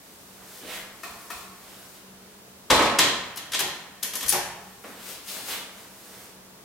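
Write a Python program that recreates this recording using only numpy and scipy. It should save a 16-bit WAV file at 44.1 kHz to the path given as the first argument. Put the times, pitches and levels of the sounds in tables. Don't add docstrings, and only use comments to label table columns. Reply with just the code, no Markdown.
import sys
import numpy as np
from scipy import signal
from scipy.fft import rfft, irfft, next_fast_len
from scipy.io import wavfile
from scipy.ndimage import uniform_filter1d

SR = 44100
rng = np.random.default_rng(int(sys.argv[2]) if len(sys.argv) > 2 else 0)


def volts_from_decibels(level):
    exponent = np.asarray(level, float) / 20
    return 10 ** exponent


def pcm_store(signal):
    levels = np.round(np.clip(np.atleast_2d(signal), -1, 1) * 32767)
    wavfile.write(sys.argv[1], SR, levels.astype(np.int16).T)


N = 292905
SIZE = next_fast_len(N + 2 * SR)
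HZ = np.arange(SIZE // 2 + 1) * SR / SIZE + 1e-3
TIME = np.arange(N) / SR

# t/s, bolt work level/dB, panel level/dB, small part level/dB
SLAM = [
    (2.704, -10.5, -8, -33),
    (2.7115, -17, -24, -34),
    (2.7455, -37, -20, -42),
    (2.761, -22, -43, -35),
    (2.7925, -33, -13, -46),
    (2.8242, -21, -17, -50),
    (2.8572, -49, -19.5, -54),
]
BOLT_SHOT = [
    (2.990, -1.5, -11, -5),
    (3.014, -20, -20.5, -28),
]
BOLTS = [
    (3.3608, -59, -38.5, -30),
    (3.3735, -27.5, -43, -25),
    (3.5215, -24, -51, -24.5),
    (3.5368, -18, -33, -44),
    (3.5474, -21, -32, -43),
    (3.5932, -19.5, -30.5, -14),
    (3.6055, -22, -31, -21),
]
LOCK = [
    (4.0302, -25, -36.5, -16),
    (4.1365, -30.5, -36, -25.5),
    (4.1545, -32.5, -48, -19),
    (4.2083, -28, -48, -26.5),
    (4.2295, -29.5, -34, -24),
    (4.2626, -35, -50, -24),
    (4.2829, -50, -52, -14.5),
    (4.293, -40, -54, -22),
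    (4.3008, -26.5, -49, -15.5),
    (4.3248, -37, -30, -13.5),
]
# t/s, level/dB
KEY_BLOWS = [
    (4.2908, -14.5),
]
DOOR_BLOWS = [
    (2.704, -29),
    (2.800, -30),
]
FRAME_BLOWS = [
    (3.600, -38.5),
    (4.328, -33),
]
THUNKS = [
    (3.597, -30),
    (4.326, -23.5),
    (4.342, -30),
]
HANDLE_KNOCKS = [
    (1.034, -29.5),
    (1.304, -28.5),
]
HANDLE_BLOWS = [
    (1.034, -41),
    (1.305, -41),
]
HEELS = [
    (0.628, -39.5),
    (4.842, -32),
    (5.364, -35.5),
    (5.5, -39),
    (5.769, -43),
]
AIR_PUSHES = [
    (1.09, -51),
    (1.34, -50),
    (2.700, -26.5),
    (2.83, -56),
    (3.12, -48),
    (3.62, -51),
    (4.24, -42),
    (4.37, -46),
]

# f/Hz, width/Hz, level/dB
BOLT_MODES = [(1853, 57, 4.7), (2460, 29, 2.2), (3220, 240, 1.1), (4156, 41, 13)]
PANEL_MODES = [(287, 16, -21), (320, 5.2, -29), (537, 290, -8), (562, 13, 7), (695, 93, -13), (866, 26, -3),
               (1023, 140, 4.5), (1317, 37, 8.5)]
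PART_MODES = [(6280, 1800, -4), (8350, 160, -28), (10860, 340, -13)]
THUNK_MODES = [(172, 22, 3.5), (357, 12.5, 5.5), (550, 48, -10), (765, 51, 8), (830, 160, 1.5),
               (1070, 37, 7), (1770, 59, -4)]
HANDLE_MODES = [(418, 33, 0.5), (700, 32, 7), (1075, 136, 6), (1400, 100, 5.5), (1770, 69, -1.5),
                (2540, 210, 3.5), (3180, 56, -21), (4310, 61, 1)]
HEEL_MODES = [(243, 86, 3.6), (490, 120, 7.2)]
# low f/Hz, high f/Hz, level/dB
BOLT_BROAD = (1570, 6460, 4.6)
PANEL_BROAD = (162, 2570, 1)
PART_BROAD = (7350, 36000, -0.81)
THUNK_BROAD = (230, 3100, -3.5)
HANDLE_BROAD = (270, 12000, -8)
HEEL_BROAD = (330, 1600, 0)
# f/Hz, level/dB, t60/s
DOOR_RING = [(272, 1, 0.19), (316, -6, 0.54), (357, -7, 0.69), (437, -3, 0.46), (561, -0.5, 1),
             (611, -4, 0.91), (740, -18, 0.5), (860, 5, 1), (966, 0, 0.57), (1087, 1.5, 0.59),
             (1130, -17, 1), (1267, -8, 0.75)]
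FRAME_RING = [(170.8, -13, 0.47), (367.4, -0.5, 0.39), (440, -8, 0.4), (710, -4.5, 0.6), (760, -6, 0.62),
              (802, -5.5, 0.48), (843, -1, 0.46), (875, -9, 0.48), (950, -2, 0.28)]
HANDLE_RING = [(680, -1, 0.15), (1090, -1, 0.084), (1180, -10, 0.088), (1330, 0, 0.21), (1864, 7, 0.072),
               (2560, 5, 0.07)]
KEY_RING = [(9790, 0, .075), (9908, 0, .075)]
AIR_RING = [(40, -9, .25), (64.5, 5, 0.15), (80.4, -2, 0.33), (127.8, -6, 0.55)]

# full at t/s, swell/s, held/s, level/dB, grit centre f/Hz
SOLES = [
    (0.699, 0.15, 0.04, -35.5, 2500),
    (1.72, 0.37, 0.023, -52, 2600),
    (1.959, 0.054, 0.016, -54, 2750),
    (2.23, .1, .01, -61, 2900),
    (5.021, 0.32, 0.15, -47.5, 2900),
    (5.287, 0.038, 0.014, -36.5, 3800),
    (5.381, 0.11, 0.019, -44, 4200),
    (5.50, .11, 0.041, -33.5, 3000),
    (5.77, .03, .01, -54, 2600),
    (6.17, 0.27, .03, -55, 2900),
]
# t/s, f/Hz, level/dB
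TWIST = [
    (.60, 250, -70),
    (.63, 290, -45),
    (.68, 600, -44),
    (.72, 950, -44),
    (.745, 1500, -42),
    (.765, 1900, -38),
    (.80, 2000, -47),
    (.86, 2000, -70),
]
# full at t/s, swell/s, held/s, level/dB
TREADS = [(0.42, 0.32, .15, -52.5), (0.76, 0.068, 0.022, -43.5), (1.12, 0.15, 0.26, -53.5),
          (1.65, 0.09, 0.19, -54.5), (2.2, .3, 0.086, -61.5), (4.9, .1, .08, -55), (5.07, .2, .04, -48),
          (5.30, 0.061, 0.07, -48.5), (5.49, 0.091, 0.051, -39), (5.8, .2, 0.044, -58),
          (6.1, 0.46, 0.13, -52.5)]
# full at t/s, swell/s, held/s, level/dB, left minus right level/dB
CLOTH = [(0.05, 0.36, .3, -54, 0.3), (0.53, 0.44, 0.064, -44, 2), (0.75, 0.27, 0.014, -41.5, 13),
         (1.10, 0.9, .14, -48, 4), (1.33, .3, 0.084, -45, 6), (1.65, 0.72, 0.3, -50, 4),
         (2.00, .3, 0.025, -68, 0.4), (2.36, .1, .015, -71, -0.6), (4.62, 0.37, 0.11, -54.5, 0.6),
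         (4.87, 0.33, 0.051, -48, 2), (5.086, 0.23, 0.023, -37, 9), (5.286, 0.1, 0.089, -37, 12),
         (5.49, .15, 0.036, -34, 11.5), (5.78, 0.21, 0.043, -49, 5), (6.05, 0.73, .2, -47, 0)]
# f/Hz, t60/s, likeness of left and right/0-1, level/dB
ROOM = [(60, 0.95, 0.93, 8), (162, 1, 0.9, 3), (340, 0.76, 0.87, 4.5), (824, 1, 0.78, 3),
        (1910, 0.92, 0.48, 4), (3700, 0.65, 0, 5), (5800, 0.61, 0, 1.5), (10500, 0.46, 0, 1),
        (14200, 0.23, 0, 0.5), (15600, .25, .1, -27)]
# f/Hz, level per Hz/dB
FLOOR = [(15, -50), (25, -20), (141, -10), (166, -15.5), (195, -5), (223, -10.5), (301, -11), (394, -9.5),
         (439, -8.5), (476, -12), (695, -13.5), (796, -16), (887, -14), (2160, -22), (16000, -27)]
# f/Hz, side minus mid level/dB
FLOOR_SIDE = [(60, -8), (110, -11), (200, -8.5), (380, -9), (700, -5), (1290, -2.5), (2380, 0), (4400, 2),
              (8120, 1.5), (15000, 3.5)]

SOLE_PAN_DB = -7
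ROOM_DB, ROOM_RISE_S = 3, 0.0091
FLOOR_DB = -51.5
HUM_HZ, HUM_WIDTH_HZ, HUM_DB = 190.05, 4.5, -60


def cabinet(events, pan_db, contact_s):
    s, bolt_db, panel_db, part_db = np.transpose(events)
    bolts = strike(s, bolt_db, pan_db, contact_s, body(BOLT_MODES, BOLT_BROAD), rough_db=0.6)
    panels = strike(s, panel_db, 0.27 * pan_db, 1.43 * contact_s, body(PANEL_MODES, PANEL_BROAD), rough_db=-0.1)
    parts = strike(s, part_db, 4.1 * pan_db, 0.72 * contact_s, body(PART_MODES, PART_BROAD),
                   rough_db=1.8, rise_s=0.0032)
    blow_top = 1 / np.sqrt(1 + (HZ / 13900) ** 24)
    return filtered(bolts + panels + parts, blow_top)


def strike(times, dbs, pan_db, contact_s, response, rough_db, rise_s=0.0053):
    out = np.zeros((3, N))
    t = TIME[:SR // 3]
    shape = (1 - np.exp(-(t / rise_s) ** 2)) * np.exp(-t / contact_s)
    pan = np.array([[pan_db], [-pan_db]]) / 2
    for s, db in zip(times, dbs):
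        start = int((s - rise_s) * SR)
        out[:2, start:start + len(t)] += shape * volts_from_decibels(db + pan)
        out[2, int(s * SR)] += volts_from_decibels(db) * np.sqrt(np.sum(shape ** 2))
    out[:2] *= grit(rough_db)
    return filtered(out, response)


def body(modes, broad):
    low_hz, high_hz, broad_db = broad
    response = volts_from_decibels(broad_db) * band(low_hz, high_hz)
    for k, (f, width, db) in enumerate(modes):
        response = response + (-1) ** k * volts_from_decibels(db) / (1 + 1j * (HZ ** 2 - f ** 2) / (HZ * width))
    return unit(response)


def grit(rough_db):
    grain_db = rough_db * np.repeat(rng.exponential(size=N // 16 + 1), 16)[:N]
    x = rng.standard_normal(N) * volts_from_decibels(grain_db)
    return x / x.std()


def filtered(x, response):
    return irfft(rfft(x, SIZE) * response, SIZE)[..., :N]


def band(lo_hz, hi_hz):
    low_cut = 1 + np.sqrt(2) * lo_hz / (1j * HZ) - (lo_hz / HZ) ** 2
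    high_cut = 1 + 1j * np.sqrt(2) * HZ / hi_hz - (HZ / hi_hz) ** 2
    return 1 / low_cut / high_cut


def unit(response):
    return response / np.sqrt(np.mean(np.abs(response) ** 2))


def ring(blows, modes, push_s, pan_db, flutter_hz=0):
    t = TIME[:SR]
    tones = 0
    for k, (f, db, t60) in enumerate(modes):
        rates = flutter_hz * rng.uniform(.6, 1.4, (2, 1))
        beat = 1 + .7 * np.sin(2 * np.pi * rates * t).prod(axis=0)
        decay = volts_from_decibels(db - 60 * t / min(t60, .85))
        tones = tones + (-1) ** k * beat * decay * np.sin(2 * np.pi * f * t)
    tones = tones * (1 - np.exp(-t / push_s))
    out = np.zeros(N + SR)
    for s, db in blows:
        start = int(s * SR)
        out[start:start + SR] += volts_from_decibels(db) * tones
    return out[:N] * volts_from_decibels(np.array([[pan_db], [-pan_db], [0]]) / 2)


def knocks(events, modes, broad, pan_db, contact_s):
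    s, db = np.transpose(events)
    return strike(s, db, pan_db, contact_s, body(modes, broad), rough_db=0.7, rise_s=0.0048)


def soles():
    s, swell, held, db, centre_hz = np.transpose(SOLES)
    rumble = filtered(grit(1.15), unit(band(300, 1500)))
    scrape = filtered(grit(1.15), unit(band(1400, 5500)))
    hiss = filtered(grit(1.15), unit(band(5000, 15500)))
    colour = carried(np.interp(TIME, s, centre_hz), width_hz=3750)
    drag = volts_from_decibels(-7.5) * scrape + volts_from_decibels(-1.5) * colour + volts_from_decibels(-32) * rumble + volts_from_decibels(-7) * hiss
    return drag * rubbing(s, swell, held, db, SOLE_PAN_DB, fade_db_s=198)


def treads():
    crunch = filtered(grit(1.3), unit(band(360, 1660)))
    return crunch * rubbing(*np.transpose(TREADS), SOLE_PAN_DB, fade_db_s=139)


def twist():
    s, hz, db = np.transpose(TWIST)
    return volts_from_decibels(np.interp(TIME, s, db, -120, -120)) * carried(np.interp(TIME, s, hz), width_hz=320)


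def cloth():
    rumble = filtered(grit(1.15), unit(band(300, 1500)))
    broad = filtered(grit(1.15), unit(band(1400, 5500)))
    hiss = filtered(grit(1.15), unit(band(5000, 15500)))
    rustle = hiss + volts_from_decibels(-15) * rumble + volts_from_decibels(-7.5) * broad
    return rustle * rubbing(*np.transpose(CLOTH), fade_db_s=147)


def carried(hz, width_hz):
    span = int(SR / width_hz)
    slow = uniform_filter1d(uniform_filter1d(rng.standard_normal((2, N)), span), span)
    phase = 2 * np.pi * np.cumsum(hz) / SR
    return (slow[0] * np.cos(phase) + slow[1] * np.sin(phase)) / slow.std()


def rubbing(times, swells, helds, dbs, pans_db, fade_db_s):
    power = 0
    for s, swell, held, peak_db, pan_db in np.broadcast(times, swells, helds, dbs, pans_db):
        rise_db = 30 * np.clip((s - TIME) / swell, 0, None)
        fade_db = fade_db_s * np.clip(TIME - s - held, 0, None)
        power = power + volts_from_decibels(2 * (peak_db - rise_db - fade_db) + np.array([[pan_db], [-pan_db]]))
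    return np.sqrt(power)


def room():
    t = np.arange(int(1.5 * SR)) / SR
    centres = np.log([row[0] for row in ROOM])
    out = 0
    for k, (_, t60, like, db) in enumerate(ROOM):
        share = np.sqrt(np.interp(np.log(HZ), centres, np.arange(len(ROOM)) == k))
        shape = (1 - np.exp(-(t / ROOM_RISE_S) ** 2)) * volts_from_decibels(-60 * t / t60)
        shape = shape / np.sqrt(np.sum(shape ** 2))
        mid, side = rfft(rng.standard_normal((2, len(t))) * shape, SIZE)
        side = side * np.array([[1], [-1]])
        out = out + volts_from_decibels(db) * share * (np.sqrt((1 + like) / 2) * mid + np.sqrt((1 - like) / 2) * side)
    return out


def floor():
    mid, side, hum = rng.standard_normal((3, N))
    mid_db = on_log(FLOOR)
    mid = filtered(mid, volts_from_decibels(mid_db))
    side = filtered(side, volts_from_decibels(mid_db + on_log(FLOOR_SIDE)))
    hum = filtered(hum, unit(1 / (1 + (2 * (HZ - HUM_HZ) / HUM_WIDTH_HZ) ** 2)))
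    return (mid + side * np.array([[1], [-1]])) * volts_from_decibels(FLOOR_DB) / mid.std() + volts_from_decibels(HUM_DB) * hum


def on_log(table):
    hz, db = np.transpose(table)
    return np.interp(np.log(HZ), np.log(hz), db)


def scene():
    door = cabinet(SLAM, pan_db=7.5, contact_s=0.0077)
    door += knocks(HANDLE_KNOCKS, HANDLE_MODES, HANDLE_BROAD, pan_db=5.0, contact_s=0.012)
    frame = cabinet(BOLT_SHOT, pan_db=1.5, contact_s=0.0059)
    frame += cabinet(BOLTS, pan_db=2, contact_s=0.0094)
    frame += knocks(HEELS, HEEL_MODES, HEEL_BROAD, pan_db=-1.0, contact_s=0.0096)
    lock = cabinet(LOCK, pan_db=2, contact_s=0.012)
    lock += knocks(THUNKS, THUNK_MODES, THUNK_BROAD, pan_db=0.0, contact_s=0.016)

    sheets = ring(DOOR_BLOWS, DOOR_RING, push_s=0.0016, pan_db=-3.0, flutter_hz=10.8)
    sheets += ring(FRAME_BLOWS, FRAME_RING, push_s=0.0052, pan_db=3.5, flutter_hz=3.6)
    sheets += ring(HANDLE_BLOWS, HANDLE_RING, push_s=0.0013, pan_db=5.0)
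    key = ring(KEY_BLOWS, KEY_RING, push_s=.0004, pan_db=7.)
    air = ring(AIR_PUSHES, AIR_RING, push_s=0.02, pan_db=1.0)
    slides = soles() + treads() + twist() + cloth()

    out = (sheets + air + key)[:2] + volts_from_decibels(-4.5) * slides + floor()
    lock[2] += volts_from_decibels(-22) * key[2]
    door[2] += volts_from_decibels(-10.5) * slides.mean(axis=0) + volts_from_decibels(-15.5) * (sheets + air)[2]
    for spot in (door, frame, lock):
        out = out + spot[:2] + volts_from_decibels(ROOM_DB) * filtered(spot[2], room())
    return out


def band_limit(x):
    return signal.sosfilt(signal.butter(12, 16640, fs=SR, output="sos"), x)


def record(dry):
    rounded = np.tanh(.4 * dry) / .4
    top_cut = signal.ellip(8, .2, 60, 15850, fs=SR, output="sos")
    mix = signal.sosfilt(top_cut, rounded)
    return band_limit(mix)


dry = scene()
out = record(dry)
pcm_store(out)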